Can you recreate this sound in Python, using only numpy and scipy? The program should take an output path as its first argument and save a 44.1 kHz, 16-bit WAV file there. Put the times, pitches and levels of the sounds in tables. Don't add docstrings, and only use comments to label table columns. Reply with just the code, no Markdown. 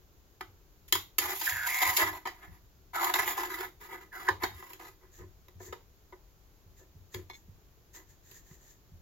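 import sys
import numpy as np
from scipy import signal
from scipy.fft import rfft, irfft
from scipy.io import wavfile

SR = 44100
rng = np.random.default_rng(int(sys.argv[2]) if len(sys.argv) > 2 else 0)


def int16_out(signal):
    q = np.round(np.clip(np.atleast_2d(signal).T, -1, 1) * 32767)
    wavfile.write(sys.argv[1], SR, q.astype(np.int16))


N = 397341
TIME = np.arange(N) / SR
RING_TIME = np.arange(int(SR * 0.36)) / SR

# (time [s], level [dB], hardness as crack against clack [dB], rattle time [s])
ROD_KNOCKS = [(0.408, -37.5, -7.5, 0.0013), (0.88, -66, 16.5, 0.0077), (0.924, -28.5, 11, 0.00053),
              (0.951, -29, 0, 0.0032), (1.183, -30.5, 10.5, 0.0021), (1.412, -34, 1, 0.0073),
              (1.818, -32.5, 2.5, .0096), (1.966, -36, 16.5, .009), (2.254, -32, -10.5, 0.0052),
              (2.270, -33, -7.5, 0.01), (3.043, -44, 17.5, 0.003), (3.139, -28, 3, 0.001),
              (4.285, -20.5, -13.5, 0.0031), (4.434, -26, -4, 0.0051), (4.624, -45, -14, 0.0016),
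              (4.732, -54, 8.5, 0.0021), (4.796, -48, -7.5, 0.0031), (5.483, -58, 0.5, 0.00058),
              (5.603, -47.5, -26, 0.0031), (5.725, -39.5, -7, 0.0063), (6.124, -47.5, -17.5, 0.0045),
              (7.143, -42.5, 4, .0031), (7.297, -45, -9, 0.0019), (7.945, -57.5, -1, 0.0051),
              (8.312, -63, 11.5, .0023), (8.51, -63, -5, 0.0022)]
# (start [s], length [s], level [dB], grit as hiss against scrape [dB])
ROD_SHOVES = [(1.195, 0.13, -38.5, -0.5), (1.335, 0.16, -55, 17), (1.42, 0.046, -46, 13.5),
              (1.47, 0.23, -45, 2), (1.655, 0.035, -36, 5.5), (1.72, 0.074, -38, 4.5),
              (1.795, 0.1, -30, -2), (1.92, 0.054, -45.5, 7), (1.972, 0.058, -26.5, -7),
              (2.04, 0.051, -40.5, -5.5), (2.11, 0.061, -46.5, -7.5), (2.3, 0.11, -61, -8),
              (2.41, 0.038, -49.5, -12), (2.49, 0.066, -65, -4), (2.93, .17, -32.5, -6.5),
              (3.13, 0.089, -30.5, -4.5), (3.25, 0.06, -35, 0), (3.345, 0.12, -38.5, -6.5),
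              (3.49, 0.049, -39.5, -4), (3.562, 0.076, -40.5, -6), (3.795, 0.056, -50.5, -3),
              (3.88, 0.068, -44.5, -9.5), (3.995, .04, -55, -7.5), (4.118, 0.19, -46.5, -7),
              (4.398, 0.052, -38, -11), (4.52, 0.21, -55.5, -1.5), (4.785, 0.096, -53.5, -4),
              (5.005, 0.037, -64, -11), (5.175, 0.038, -56, -12.5), (5.588, .11, -62.5, -19),
              (6.785, 0.028, -67, -11), (7.135, 0.057, -61.5, -21), (7.945, 0.057, -61, -8)]
# (start [s], length [s], first pitch [Hz], last pitch [Hz], level [dB])
CHATTER_GLIDES = [(1.464, 0.014, 1750, 1680, -25.5), (1.502, .165, 1792, 1552, -37),
                  (1.669, 0.22, 2072, 2140, -36), (2.933, .17, 1487, 949, -38.5),
                  (4.112, 0.1, 1760, 1220, -48.5), (4.272, 0.014, 1776, 1714, -21)]
# (time [s], boom against clack [dB])
SEATING_BOOM = [(0.4, -7), (1.32, -8.5), (1.5, -23), (1.8, -23), (2.02, -12), (3.1, -13.5), (3.85, -1.5),
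                (4.3, -10), (4.95, -1), (5.2, 8), (7.2, 11), (7.32, -12), (8.5, 10.5)]
# (time [s], level [dB])
CAP_SLIPS = [(7.300, -47), (7.311, -48), (7.334, -53), (7.343, -51), (7.353, -49.5)]
# (start [s], length [s], level [dB])
FINGER_RUBS = [(5.103, 0.082, -61.5), (5.586, 0.084, -55), (6.755, 0.035, -61), (7.108, 0.041, -54.5),
               (7.31, 0.054, -63.5), (7.928, 0.025, -48.5), (8.069, 0.04, -64.5), (8.224, 0.15, -60.5),
               (8.434, 0.11, -64), (8.581, 0.13, -64)]
# (time [s], level [dB])
WHEEL_ROCKS = [(0.471, -59.5), (0.936, -49), (1.194, -52.5), (1.52, -47.5), (1.858, -45), (2.026, -44.5),
               (2.476, -45.5), (3.188, -56), (4.305, -45.5), (4.43, -48), (4.511, -49.5), (5.199, -48),
               (5.549, -49), (5.68, -51.5), (6.662, -52.5), (6.946, -51), (7.149, -42.5), (7.48, -49),
               (8.931, -48)]
# (time [s], level [dB])
HAND_PATS = [(6.953, -36), (7.486, -34), (8.513, -33), (8.92, -37)]
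# (frequency [Hz], energy [dB], t60 [s])
HOUSING_RING = [(314, -8.5, 0.25), (361.2, -3, .14), (386, -9, 0.19), (753, -7, 0.067), (917, -11.5, 0.031),
                (968, 0.5, 0.049), (1049, -3, 0.079), (1202.5, -2.5, 0.045), (1260, -7, 0.1),
                (1498, -7, 0.092), (1742, 2, 0.081), (1978, 0.5, .06), (2115, -2, 0.031),
                (2380, -16.5, 0.16), (2670, -13, 0.1), (3118, -8, 0.027), (3310, -11, 0.19),
                (3730, -14.5, 0.29), (3780, -15.5, .03), (5020, -16, 0.1), (5143, -11, 0.028),
                (7050, -14.5, 0.059), (7130, -7, .05), (10780, -12.5, 0.055), (11100, -11.5, 0.018),
                (12230, -10.5, 0.03)]
# (frequency [Hz], energy [dB], t60 [s])
ROD_RING = [(1762, 3.5, 0.077), (1978, 3, 0.13), (3103, -2.5, .16), (4070, -12, 0.2), (4900, -6, 0.15),
            (7042, -5.5, 0.067), (10650, -10, 0.13)]
# (frequency [Hz], energy [dB], t60 [s])
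CAP_RING = [(2193, 7, 0.062), (3516, 4, 0.078), (4150, 0.5, 0.041), (5464, -5, .05), (6580, -7, 0.14)]
# (frequency [Hz], spectral level [dB])
PANEL_SPECTRUM = [(150, -23), (250, -22.5), (350, 0), (500, -3.5), (650, -1), (900, 3), (1400, -6),
                  (2100, 3), (2500, -7), (4000, -6), (5200, -11), (6200, -12.5), (7200, -9), (12000, -12.5),
                  (16000, -6.5)]
# (frequency [Hz], spectral level [dB])
SKIN_SPECTRUM = [(150, -25.5), (360, 7), (550, -9), (1500, -8), (1800, 7), (2200, -7), (3100, -9),
                 (4000, -4), (5400, -7), (6500, 3), (7400, 4), (11000, -12.5), (16000, -1)]
# (frequency [Hz], spectral level [dB])
ROOM_TONE_SPECTRUM = [(15, -12.5), (40, 2), (90, -3.5), (150, -11), (250, -18), (370, -13.5), (550, -21.5),
                      (1000, -25), (2000, -31.5), (5000, -32.5), (7000, -33), (11000, -38), (13000, -37),
                      (16000, -28)]
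# (frequency [Hz], side against mid [dB])
STEREO_WIDTH = [(30, -11.5), (130, -6), (330, -12), (700, -4.5), (1500, 0), (3000, -1.5), (5000, 0),
                (16000, -0.5)]
# (frequency [Hz], left against right [dB])
STEREO_BALANCE = [(60, 4.5), (130, -0.5), (330, 1.5), (800, 0), (1500, -3.5), (2200, -0.5), (6000, 1.5),
                  (7500, 1), (10500, -1), (12700, -5), (15500, 0)]
# (frequency [Hz], gain [dB])
PORT_RESPONSE = [(5800, -0.5), (6950, 3), (7500, -2.5), (8100, -18.5), (8900, -28.5), (9550, -5.5),
                 (10100, -11), (10900, 0), (12300, 6.5), (16000, -5)]


def knocks(modes, gain_db, rattle_db, rod_db, boom_db, grip_from_s, grip_damping_db):
    out = np.zeros((2, N))
    t = RING_TIME[:len(RING_TIME) // 4]
    for s, db, hardness_db, rattle_s in ROD_KNOCKS:
        settling = (1 - np.exp(-t / 0.0014)) * np.exp(-t / rattle_s)
        force = from_db(rattle_db) * energy_one(rng.standard_normal(len(t)) ** 3 * settling)
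        force[0] += 1
        bands = housing(modes, panel_db=0.5, panel_t60=0.025, room_db=-4.5, room_t60=0.26,
                        edge_db=-0.5 + 0.86 * hardness_db, treble_db=-3.5 + 0.4 * hardness_db)
        for band, band_db in zip(bands, (boom_db + 0.56 * seating(s), 0, hardness_db)):
            struck = energy_one(signal.fftconvolve(band, force[None], axes=1))
            add(out, s, from_db(gain_db + db + band_db) * struck)
        tilt_db_per_octave = 0.6 * hardness_db
        rod = ring([(hz, mode_db + tilt_db_per_octave * np.log2(hz / ROD_RING[0][0]), t60)
                    for hz, mode_db, t60 in ROD_RING])
        rod = energy_one(rod * (1 - np.exp(-RING_TIME / rattle_s)))
        ring_db = db + max(hardness_db, 0) + rod_db - grip_damping_db * (s > grip_from_s)
        add(out, s, from_db(gain_db + ring_db) * rod)
    return out


def scraping(modes, slips_per_s, judder_db, judder_hz, grease_db):
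    rubbed_rod = ring([(hz, db, 0.029) for hz, db, _ in ROD_RING])
    sliding_modes = energy_one(modes + from_db(-6.5) * rubbed_rod)
    sizes = from_db(3.5 * np.minimum(rng.exponential(1, N), 4)) * rng.choice([-1, 1], N)
    slips = rms_one(sizes * (rng.random(N) < slips_per_s / SR))
    shear = from_db(grease_db) * rng.standard_normal(N)
    friction = rms_one((slips + shear) * from_db(judder_db * drift(judder_hz)))
    out = np.zeros((2, N))
    for s, length, db, grit_db in ROD_SHOVES:
        during, pressure = push(s, length, attack_s=0.024, slope_db_per_s=-2.5, release_db_per_s=357.5)
        bands = housing(sliding_modes, panel_db=-3, panel_t60=0.029, room_db=-9.5, room_t60=0.25,
                        edge_db=-4.5 + 0.14 * grit_db, treble_db=4.5 + 0.28 * grit_db)
        for band, band_db in zip(bands, (seating(TIME[during]) + 0.5, 1.5, grit_db + 3.5)):
            force = friction[during] * pressure * from_db(db + band_db)
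            add(out, s, signal.fftconvolve(band, force[None], axes=1))
    return out


def housing(modes, panel_db, panel_t60, room_db, room_t60, edge_db, treble_db):
    t = RING_TIME
    panels = energy_one(stereo_noise(PANEL_SPECTRUM, len(t)) * from_db(-60 * t / panel_t60))
    swell = 1 - np.exp(-t / 0.0045)
    room = energy_one(stereo_noise(PANEL_SPECTRUM, len(t)) * swell * from_db(-60 * t / room_t60))
    whole = cut(modes + from_db(panel_db) * panels + from_db(room_db) * room, 250, "high", order=4)
    contact = [(700, 0.0027), (2200, edge_db), (4000, edge_db), (12000, edge_db + treble_db)]
    whole = np.array([colour(side, contact, size=1024) for side in whole])
    boom_below_hz, crack_above_hz = 600, 2400
    boom = cut(whole, boom_below_hz, "low", order=8)
    clack = cut(whole, [boom_below_hz, crack_above_hz], "band", order=4)
    crack = cut(whole, crack_above_hz, "high", order=6)
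    return [energy_one(band) for band in (boom, clack, crack)]


def seating(s):
    return np.interp(s, *np.transpose(SEATING_BOOM))


def chatter(gain_db, wobble_hz):
    out = np.zeros((2, N))
    wobble = (drift(wobble_hz) + 1j * drift(wobble_hz)) * from_db(gain_db)
    microphone_phase = np.array([[0], [1.1]])
    for s, length, first_hz, last_hz, db in CHATTER_GLIDES:
        during, pressure = push(s, length, attack_s=0.017, slope_db_per_s=0, release_db_per_s=698)
        hz = np.interp(TIME[during], [s, s + length], [first_hz, last_hz])
        phase = 2 * np.pi * np.cumsum(hz) / SR + microphone_phase
        add(out, s, from_db(db) * pressure * np.real(wobble[during] * np.exp(1j * phase)))
    return out


def end_cap(gain_db):
    out = np.zeros((2, N))
    for s, db in CAP_SLIPS:
        add(out, s, from_db(db + gain_db) * ring(CAP_RING))
    return out


def fingertips(gain_db, grain_db, grain_hz):
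    envelope = np.zeros(N)
    for s, length, db in FINGER_RUBS:
        _, pressure = push(s, length, attack_s=0.036, slope_db_per_s=72, release_db_per_s=274)
        add(envelope, s, from_db(db) * pressure)
    hiss = rms_one(stereo_noise(SKIN_SPECTRUM, N) * from_db(grain_db * drift(grain_hz)))
    return from_db(gain_db) * envelope * hiss


def bench(bounce_db, bounce_hz, bounce_t60, rumble_db, pat_db, pat_hz, pat_t60):
    rumble_spectrum = [(25, -18.5), (60, -4), (90, 6.5), (125, -13), (180, -11), (300, -30.5),
                       (900, -75.5)]
    rumble = stereo_noise(rumble_spectrum, N)
    out, rocking, t = np.zeros((2, N)), np.zeros(N), RING_TIME
    for s, db in WHEEL_ROCKS:
        fading = from_db(db - 60 * t / bounce_t60) * (1 - np.exp(-t / 0.006))
        add(rocking, s, fading)
        add(out, s, from_db(bounce_db) * fading * np.sin(2 * np.pi * bounce_hz * t))
    for s, db in HAND_PATS:
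        fading = from_db(db + pat_db - 60 * t / pat_t60) * (1 - np.exp(-t / 0.0026))
        add(out, s, fading * np.sin(2 * np.pi * pat_hz * t))
    return out + from_db(rumble_db) * rocking * rumble


def room_tone(gain_db):
    return from_db(gain_db) * stereo_noise(ROOM_TONE_SPECTRUM, N)


def push(start, length, attack_s, slope_db_per_s, release_db_per_s):
    during = np.flatnonzero((TIME >= start) & (TIME < start + length + RING_TIME[-1]))
    t = TIME[during] - start
    hold_db = slope_db_per_s * (np.minimum(t, length) - length / 2)
    release_db = release_db_per_s * np.maximum(t - length, 0)
    return during, np.minimum(t / attack_s, 1) * from_db(hold_db - release_db)


def ring(modes):
    out = 0
    for k, (hz, db, t60) in enumerate(modes):
        side_gain = from_db(np.interp(hz, *np.transpose(STEREO_WIDTH)))
        apart = np.arctan(side_gain) * (-1) ** k
        phase = rng.uniform(0, 2 * np.pi) + apart * np.array([[1], [-1]])
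        wave = np.sin(2 * np.pi * hz * RING_TIME + phase) * from_db(-60 * RING_TIME / t60)
        out = out + from_db(db) * energy_one(wave)
    return energy_one(out)


def stereo_noise(spectrum, size):
    mid, side = (colour(white, spectrum)[-size:] for white in rng.standard_normal((2, size + 4096)))
    side = colour(side, STEREO_WIDTH)
    return rms_one(np.array([mid + side, mid - side]))


def drift(rate_hz):
    return rms_one(cut(rng.standard_normal(N + SR), rate_hz, "low")[SR:])


def colour(x, points, power=1, size=4096):
    hz, db = np.transpose(points)
    bin_hz = np.arange(size // 2 + 1) * SR / size
    gain = from_db(power * np.interp(np.log(bin_hz + 1), np.log(hz), db))
    cepstrum = irfft(np.log(gain))[:size // 2]
    cepstrum[1:] *= 2
    response = irfft(np.exp(rfft(cepstrum, size)))
    return signal.oaconvolve(x, response)[:len(x)]


def cut(x, hz, kind, order=2):
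    return signal.sosfilt(signal.butter(order, hz, kind, fs=SR, output="sos"), x)


def add(out, s, sound):
    start = int(s * SR)
    out[..., start:start + sound.shape[-1]] += sound[..., :N - start]


def from_db(db):
    return 10 ** (np.asarray(db) / 20)


def rms_one(x):
    return x / np.sqrt(np.mean(x ** 2) + 1e-20)


def energy_one(x):
    return rms_one(x) / np.sqrt(x.shape[-1])


def scene():
    modes = ring(HOUSING_RING)
    mix = scraping(modes, slips_per_s=3000, judder_db=2.5, judder_hz=50.4, grease_db=-6.5)
    mix += knocks(modes, gain_db=27, rattle_db=7, rod_db=-7.5, boom_db=-4.5,
                  grip_from_s=2.9, grip_damping_db=13)
    mix += chatter(gain_db=1, wobble_hz=130)
    mix += end_cap(gain_db=26)
    mix += fingertips(gain_db=3, grain_db=1, grain_hz=199)
    mix += bench(bounce_db=2, bounce_hz=94.7, bounce_t60=0.44, rumble_db=0.5,
                 pat_db=-2.5, pat_hz=142, pat_t60=0.039)
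    return mix + room_tone(gain_db=-59.5)


def record(dry):
    heard = [colour(colour(side, PORT_RESPONSE), STEREO_BALANCE, power=lean)
             for side, lean in zip(dry, (0.5, -0.5))]
    top_cut = signal.ellip(12, 0.1, 80, 15900, fs=SR, output="sos")
    return signal.sosfilt(top_cut, heard)


dry = scene()
out = record(dry)
int16_out(out)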